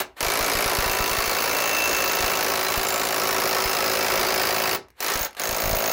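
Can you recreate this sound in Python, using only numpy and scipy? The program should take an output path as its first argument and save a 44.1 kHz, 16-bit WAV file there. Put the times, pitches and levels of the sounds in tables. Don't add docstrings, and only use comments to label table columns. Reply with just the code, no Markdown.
import sys
import numpy as np
from scipy import signal
from scipy.io import wavfile
from scipy.ndimage import uniform_filter1d, minimum_filter1d

SR = 44100
rng = np.random.default_rng(int(sys.argv[2]) if len(sys.argv) > 2 else 0)


def magnitude_from_level(level_db):
    exponent = np.asarray(level_db, float) / 20
    return 10 ** exponent


def wrap_up_sound(samples):
    columns = np.atleast_2d(samples).T
    tamed = np.clip(columns, -1, 1)
    steps = np.round(tamed * 32767).astype(np.int16)
    wavfile.write(sys.argv[1], SR, steps)


N = 261072

BANDS_HZ = 45 * 2 ** np.arange(0, 8.6, .3)
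CENTRES_HZ = np.sqrt(BANDS_HZ[1:] * BANDS_HZ[:-1])


def rms_one(x):
    return x / np.sqrt(np.mean(x ** 2) + 1e-20)


def at_hz(points, hz):
    points = np.array(points)
    return np.interp(np.log(hz), np.log(points[:, 0]), points[:, 1])


def clicks(seconds, sizes):
    train = np.full(N, 1e-18)
    places = (np.asarray(seconds) * SR).astype(int)
    np.add.at(train, np.clip(places, 0, N - 1), sizes)
    return train


def fade(x, t60):
    return signal.lfilter([1], [1, -magnitude_from_level(-60 / (abs(t60) * SR))], x)


def burst(at, size, t60, rise_s):
    power = clicks(at, size ** 2)
    return np.sqrt(np.maximum(fade(power, t60 / 2) - fade(power, rise_s), 0))


def noise_bands(length):
    white = rng.standard_normal((2, length))
    bands = []
    for k, edges in enumerate(zip(BANDS_HZ, BANDS_HZ[1:])):
        band_pass = signal.butter(2, edges, "band", fs=SR, output="sos")
        bands.append(signal.sosfilt(band_pass, white[k % 2]))
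    return bands


def coloured(spectrum):
    return rms_one(magnitude_from_level(at_hz(spectrum, CENTRES_HZ)) @ np.array(noise_bands(N)))


def dying_noise(at, level_db, spectrum, t60s, spread_db, rise_s):
    out = np.zeros(N)
    shared = rng.standard_normal(len(at))
    t60s = np.broadcast_to(t60s, len(CENTRES_HZ))
    for hz, t60, band in zip(CENTRES_HZ, t60s, noise_bands(N)):
        luck = 0.82 * shared + rng.standard_normal(len(at))
        size = magnitude_from_level(level_db + at_hz(spectrum, hz) + spread_db * luck)
        out += band * burst(at, size, t60, rise_s)
    return out


def struck(modes, at, level_db, spread_db, shake_s, shake, loss_db=None):
    out = np.zeros(N)
    for k, (hz, db, t60) in enumerate(modes):
        miss_db = 0 if loss_db is None else loss_db[k]
        luck_db = spread_db * rng.standard_normal(len(at))
        strike = clicks(at, magnitude_from_level(level_db + db - miss_db + luck_db))
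        force = strike + shake * fade(strike, shake_s) * rng.standard_normal(N)
        r, w = magnitude_from_level(-60 / (t60 * SR)), 2 * np.pi * hz / SR
        out += signal.lfilter([0, np.sin(w)], [1, -2 * r * np.cos(w), r * r], force)
    return out


# (frequency [Hz], density [dB per Hz])
FLOOR = [(18, -29), (30, 15), (165, -15), (988, -21), (2120, -16), (4530, -35), (5310, -35), (16000, -41)]


def room_hum():
    return magnitude_from_level(-64) * coloured(FLOOR)


# (frequency [Hz], t60 [s])
SHOP_T60 = [(100, 0.17), (400, 0.24), (900, 0.25), (2500, 0.2), (6000, 0.18), (16000, 0.054)]


def workshop(x):
    t = np.arange(SR // 2) / SR
    echo = np.zeros(len(t))
    for hz, band in zip(CENTRES_HZ, noise_bands(len(t))):
        echo += band * magnitude_from_level(-60 * t / at_hz(SHOP_T60, hz))
    echo = echo * np.clip((t - .003) / 0.0014, 0, 1)
    return signal.fftconvolve(x, echo / np.sqrt(np.sum(echo ** 2)))[:N]


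def dip_near_3k3(x):
    b, a = signal.iirnotch(3350, 3.5, fs=SR)
    return 0.47 * x + 0.42 * signal.lfilter(b, a, x)


# (time [s], peak [dB], direction and size [1])
POPS = [(0.227, -29, -1.2), (0.266, -26, -1.2), (0.406, -26, 1), (0.425, -30, -1.1), (0.551, -22, -0.83),
        (0.569, -26, 0.79), (0.659, -21.5, -0.84), (0.786, -15.5, 0.83), (0.861, -23, -1), (0.895, -25, -1),
        (1.004, -17, 0.71), (1.113, -27, -1), (1.184, -21.5, -0.86), (1.276, -27, 0.92), (1.929, -34, 1),
        (2.204, -27, 0.88), (2.241, -23, -1), (2.775, -24.5, -1.6), (3.656, -24.5, -1.05),
        (4.189, -30, 0.91), (5.155, -23.5, -0.77), (5.21, -25, 0.85), (5.492, -28, 1), (5.527, -24, -0.68),
        (5.636, -26, 1), (5.656, -19, -0.7), (5.675, -22, 1), (5.711, -24, -1.3), (5.73, -16.5, 0.91),
        (5.767, -28, -1.2)]


def pops():
    s, db, direction = np.transpose(POPS)
    step = np.cumsum(clicks(s, magnitude_from_level(db + 5) * direction))
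    rounded = signal.sosfilt(signal.butter(2, 260, fs=SR, output="sos"), step)
    return signal.sosfilt(signal.butter(3, 30, "high", fs=SR, output="sos"), rounded)


# (time [s], peak [dB])
TICKS = [
    (.1554, -59),
    (4.8843, -39),
    (4.903, -38),
    (4.9681, -51),
    (5.26, -28),
    (5.2894, -39),
    (5.3084, -31),
    (5.33, -34),
    (5.349, -29),
    (5.368, -25),
]
# (frequency [Hz], density [dB per Hz])
TICK = [(300, -7), (1500, 5.5), (3500, -2), (6500, -10), (9000, -13), (12000, -7), (16000, -18)]


def ticks():
    s, db = np.transpose(TICKS)
    return dying_noise(s, db + 0.5, TICK, .015, spread_db=1.0, rise_s=.0004)


# (trigger [s], first blow [s], blows [count], time lost while the hammer gathers speed [ms])
BURSTS = [
    (-.3, .0022, 1, 0),
    (.168, .2062, 249, 5.2),
    (4.981, 5.0043, 14, 4.1),
    (5.37, 5.3965, 29, 2.8),
]
# (from time [s], gap between blows [ms])
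PACE = [
    (0, 17.945),
    (.655, 18.13),
    (1.925, 18.43),
    (2.478, 18.367),
    (3.763, 18.494),
    (4.9, 18.41),
    (5.3, 18.375),
]
GATHER = .28


def blow_times():
    since, gap_ms = np.transpose(PACE)
    pulls = []
    for trigger, first, count, lost_ms in BURSTS:
        at = [first]
        for n in range(count - 1):
            pace_ms = gap_ms[np.searchsorted(since, at[-1]) - 1]
            late_ms = lost_ms * (1 - GATHER) * GATHER ** n
            at.append(at[-1] + (pace_ms + late_ms) / 1000)
        pulls.append(at)
    return pulls


# (frequency [Hz], density [dB per Hz])
WHIR = [(59, -46), (100, -27), (648, -6.5), (1830, -6.5), (2860, -13.5), (3470, -5), (5080, -25),
        (8460, -22), (15000, -23), (16000, -30)]
# (squeeze [s], whir at contact [dB], whir under load [dB])
PULLS = [
    (.01, -30, -25),
    (0.0092, -41, -35.5),
    (0.028, -52, -29.5),
    (0.012, -35, -32.5),
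]
SPIN_UP_S, RUN_ON_S, BRAKE_S = 0.039, .021, 0.018
BRAKE_DB, COAST_DB_PER_S = 28, 200


def motor():
    t, gain = np.arange(N) / SR, np.zeros(N)
    for (trigger, *_), at, (squeeze_s, start_db, db) in zip(BURSTS, blow_times(), PULLS):
        off = at[-1] + RUN_ON_S
        braked, braked_db = off + BRAKE_S, db - BRAKE_DB
        s = [trigger - squeeze_s, trigger, trigger + SPIN_UP_S, off, braked, braked + 1]
        levels_db = [-72, start_db, db, db, braked_db, braked_db - COAST_DB_PER_S]
        gain += magnitude_from_level(np.interp(t, s, levels_db)) * (t > s[0])
    return gain * coloured(WHIR)


# (frequency [Hz], density [dB per Hz])
RATTLE = [(35, -42), (60, -15), (171, -20.5), (390, -1.5), (468, 0), (705, 2), (772, 0.5), (2260, 2.5),
          (3330, -3), (5250, -3), (8480, -20), (11700, -6), (14000, -23)]
# (frequency [Hz], t60 [s])
RATTLE_T60 = [(100, 0.54), (600, 0.11), (2000, 0.05), (5000, 0.049), (10000, 0.029), (16000, 0.047)]


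def loose_steel(at, force):
    t60s = at_hz(RATTLE_T60, CENTRES_HZ)
    return dying_noise(at + 0.00078, force + 11, RATTLE, t60s, spread_db=1.13, rise_s=0.00085)


# (time [s], jaw pitch [Hz], plate pitch [Hz], narrow tube pitch [Hz], narrow tube level [dB])
SEATS = [(0, 6530, 2285, 655, -34), (.48, 4450, 2285, 644, -31), (1.0, 4450, 980, 708, -34),
         (1.3, 4450, 2285, 546, -31), (1.7, 6530, 2590, 600, -30), (2.1, 6530, 2590, 546, -32.5),
         (2.4, 5990, 1138, 708, -29.5), (2.65, 4060, 1138, 708, -34), (2.95, 7250, 1305, 708, -32.5),
         (3.3, 5550, 1138, 546, -28), (3.7, 5120, 1305, 686, -31), (3.95, 5120, 2590, 546, -27.5),
         (4.25, 4800, 845, 676, -29.5), (4.65, 4800, 2600, 708, -29.5), (5.0, 5990, 1810, 546, -43),
         (5.25, 6530, 1810, 708, -34), (5.4, 6530, 1305, 653, -31.5), (5.92, 6530, 1138, 660, -26.5)]


def favour(modes, at, index, db_per_octave, most_db):
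    rows = np.array(SEATS)
    losses = []
    for hz, db, t60 in modes:
        octaves_away = np.abs(np.log2(hz / rows[:, index]))
        loss = np.minimum(db_per_octave * octaves_away, most_db)
        losses.append(np.interp(at, rows[:, 0], loss))
    return losses


# (frequency [Hz], level [dB], t60 [s])
WIDE_TUBE = [(108, -20, .25), (218, -22, .08), (326, -15, .07), (381, 1, .14), (420, -12, .08)]


def wide_tube(at, weight):
    return struck(WIDE_TUBE, at + 0.002267, 1.381 * weight + 20, spread_db=0.0, shake_s=0.02, shake=0.015)


# (frequency [Hz], level [dB], t60 [s])
NARROW_TUBE = [(546, -3, .045), (600, -3, .04), (655, 0, .04), (708, -3, .045)]


def narrow_tube(at):
    rows = np.array(SEATS)
    level = np.interp(at, rows[:, 0], rows[:, 4])
    seat = favour(NARROW_TUBE, at, index=3, db_per_octave=60, most_db=7)
    return struck(NARROW_TUBE, at + .007, 1.176 * level + 13, spread_db=3.5,
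                  shake_s=0.014, shake=0.011, loss_db=seat)


# (frequency [Hz], level [dB], t60 [s])
PLATE = [(845, -7.5, 0.17), (980, 2, 0.074), (1141.5, 4, 0.074), (1305, 2, 0.084), (1810, 3.5, 0.04),
         (2285, 2, 0.053), (2625, -8, 0.17)]


def plate(at, force):
    seat = favour(PLATE, at, index=2, db_per_octave=40, most_db=6)
    return struck(PLATE, at, force - 6.5, spread_db=3.0, shake_s=0.019, shake=0.061, loss_db=seat)


# (frequency [Hz], level [dB], t60 [s])
FRAME = [(3820, -6, 0.087), (9200, -10, .05), (10500, -10, 0.14), (11900, -4, .04), (14890, -11, 0.18)]


def frame(at, force):
    return struck(FRAME, at, force - 23, spread_db=3.0, shake_s=0.032, shake=0.21)


# (frequency [Hz], level [dB], t60 [s])
JAWS = [(4060, -4.5, 0.055), (4450, 1, 0.025), (4800, -0.5, 0.026), (5120, 6, 0.011), (5550, 4.5, 0.014),
        (5990, -2.5, 0.025), (6530, 2.5, 0.013), (7250, -2, 0.025)]
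# (time [s], loss [dB])
LOOSE_JAWS = [
    (0, 7),
    (.2, 14),
    (.8, 13),
    (1.3, 0),
]


def jaws(at):
    level = -27.5 - np.interp(at, *np.transpose(LOOSE_JAWS))
    grip = favour(JAWS, at, index=1, db_per_octave=85, most_db=14)
    return struck(JAWS, at, level, spread_db=1.5, shake_s=0.023, shake=0.24, loss_db=grip)


# (frequency [Hz], level [dB], t60 [s])
SCREW = [(2676, 0, .22), (6232, -7, .12), (6700, -12, .08)]


def puller_screw(at, force, tension):
    return struck(SCREW, at, force + 1.38 * tension + 3, spread_db=1.5, shake_s=0.039, shake=0.04)


# (frequency [Hz], width [Hz], level [dB])
SOCKET = [(14840, 360, 0), (15200, 600, -3), (15650, 600, -5)]


def socket(at, level_db):
    out = np.zeros(N)
    shared = np.tanh(np.diff(rng.standard_normal(len(at) + 1), 2, prepend=0))
    for hz, width, db in SOCKET:
        r = np.exp(-np.pi * width / SR)
        poles = [1, -2 * r * np.cos(2 * np.pi * hz / SR), r * r]
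        once = signal.lfilter([1 - r], poles, rng.standard_normal(N))
        twice = signal.lfilter([1 - r], poles, once)
        size = magnitude_from_level(level_db + db + 4.5 * shared + 1.2 * rng.standard_normal(len(at)))
        out += rms_one(twice) * burst(at + 0.0013, size, t60=0.044, rise_s=0.016)
    return out


# (frequency [Hz], density [dB per Hz])
CLATTER = [(500, -19), (1200, -2.5), (2400, -4), (3300, 2), (5000, -7), (6800, -5), (8500, -13.5),
           (12000, -13.5), (16000, -21)]


def clatter(at, force):
    return dying_noise(at + 0.0002, force + 11, CLATTER, .028, spread_db=1.0, rise_s=0.0051)


# (frequency [Hz], density [dB per Hz])
CRACK = [(300, -50), (1000, -5.5), (3000, -6), (6000, -5.5), (10000, -10.5), (13000, 5), (16000, -58)]
SEATED_DB = -27.5


def crack(at, force, seated):
    level = -4.5 - 0.8 * (seated - SEATED_DB) + 0.23 * (force + 22)
    return dying_noise(at, level, CRACK, .007, spread_db=0.3, rise_s=0.0003)


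# (time [s], force [dB], screw tension [dB], socket seating [dB], weight on the bench [dB])
GRIP = [(0, -22.5, -24, -28, -32.5), (.21, -20.5, -28, -32.5, -35.5), (.55, -20.5, -29, -37.5, -36),
        (.9, -21.5, -7, -30, -35.5), (1.35, -21.5, -9.5, -27.5, -38.5), (1.8, -20, -3.5, -27, -38.5),
        (2.2, -20.5, -8, -26.5, -36.5), (2.5, -21.5, -15, -29, -35.5), (2.9, -23.5, -15, -30, -37),
        (3.4, -21, -21, -29.5, -34), (3.7, -21.5, -11, -27.5, -35.5), (4.2, -19.5, -13.5, -28.5, -33.5),
        (4.75, -22, -28, -26, -34.5), (5.0, -32.5, -20, -27, -44), (5.09, -21.5, -20, -32, -40),
        (5.25, -37, -20, -25, -62), (5.4, -29, -23, -31, -39.5), (5.92, -25, -11, -24.5, -37)]


def hammer():
    at = np.concatenate(blow_times())
    at = at + .0001 * rng.standard_normal(len(at))
    s, *held = np.transpose(GRIP)
    force, tension, seated, weight = [np.interp(at, s, column) for column in held]
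    tool = crack(at, force, seated) + clatter(at, force) + socket(at, seated + 7)
    rings = puller_screw(at, force, tension) + jaws(at) + frame(at, force)
    rings += plate(at, force) + wide_tube(at, weight) + narrow_tube(at)
    rings = signal.sosfilt(signal.butter(2, 85, "high", fs=SR, output="sos"), rings)
    return tool, rings, loose_steel(at, force)


def scene():
    parts = [*hammer(), motor() + ticks()]
    near = sum(part + magnitude_from_level(-12.5) * workshop(part) for part in parts)
    return (dip_near_3k3(near) + room_hum())[None]


def limiter(x):
    limit = .27
    peak = uniform_filter1d(-minimum_filter1d(-np.abs(x), size=90), size=60)
    return x / (1 + (peak / limit) ** 4) ** .2


def top_cut(x):
    return signal.sosfilt(signal.butter(12, 17060, fs=SR, output="sos"), x)


def record(dry):
    rounded = .36 * np.tanh((limiter(dry) + pops()) / .36)
    low_pass = signal.ellip(12, 1, 70, 15800, fs=SR, output="sos")
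    cut = signal.sosfilt(low_pass, rounded)
    return top_cut(cut)


dry = scene()
out = record(dry)
wrap_up_sound(out)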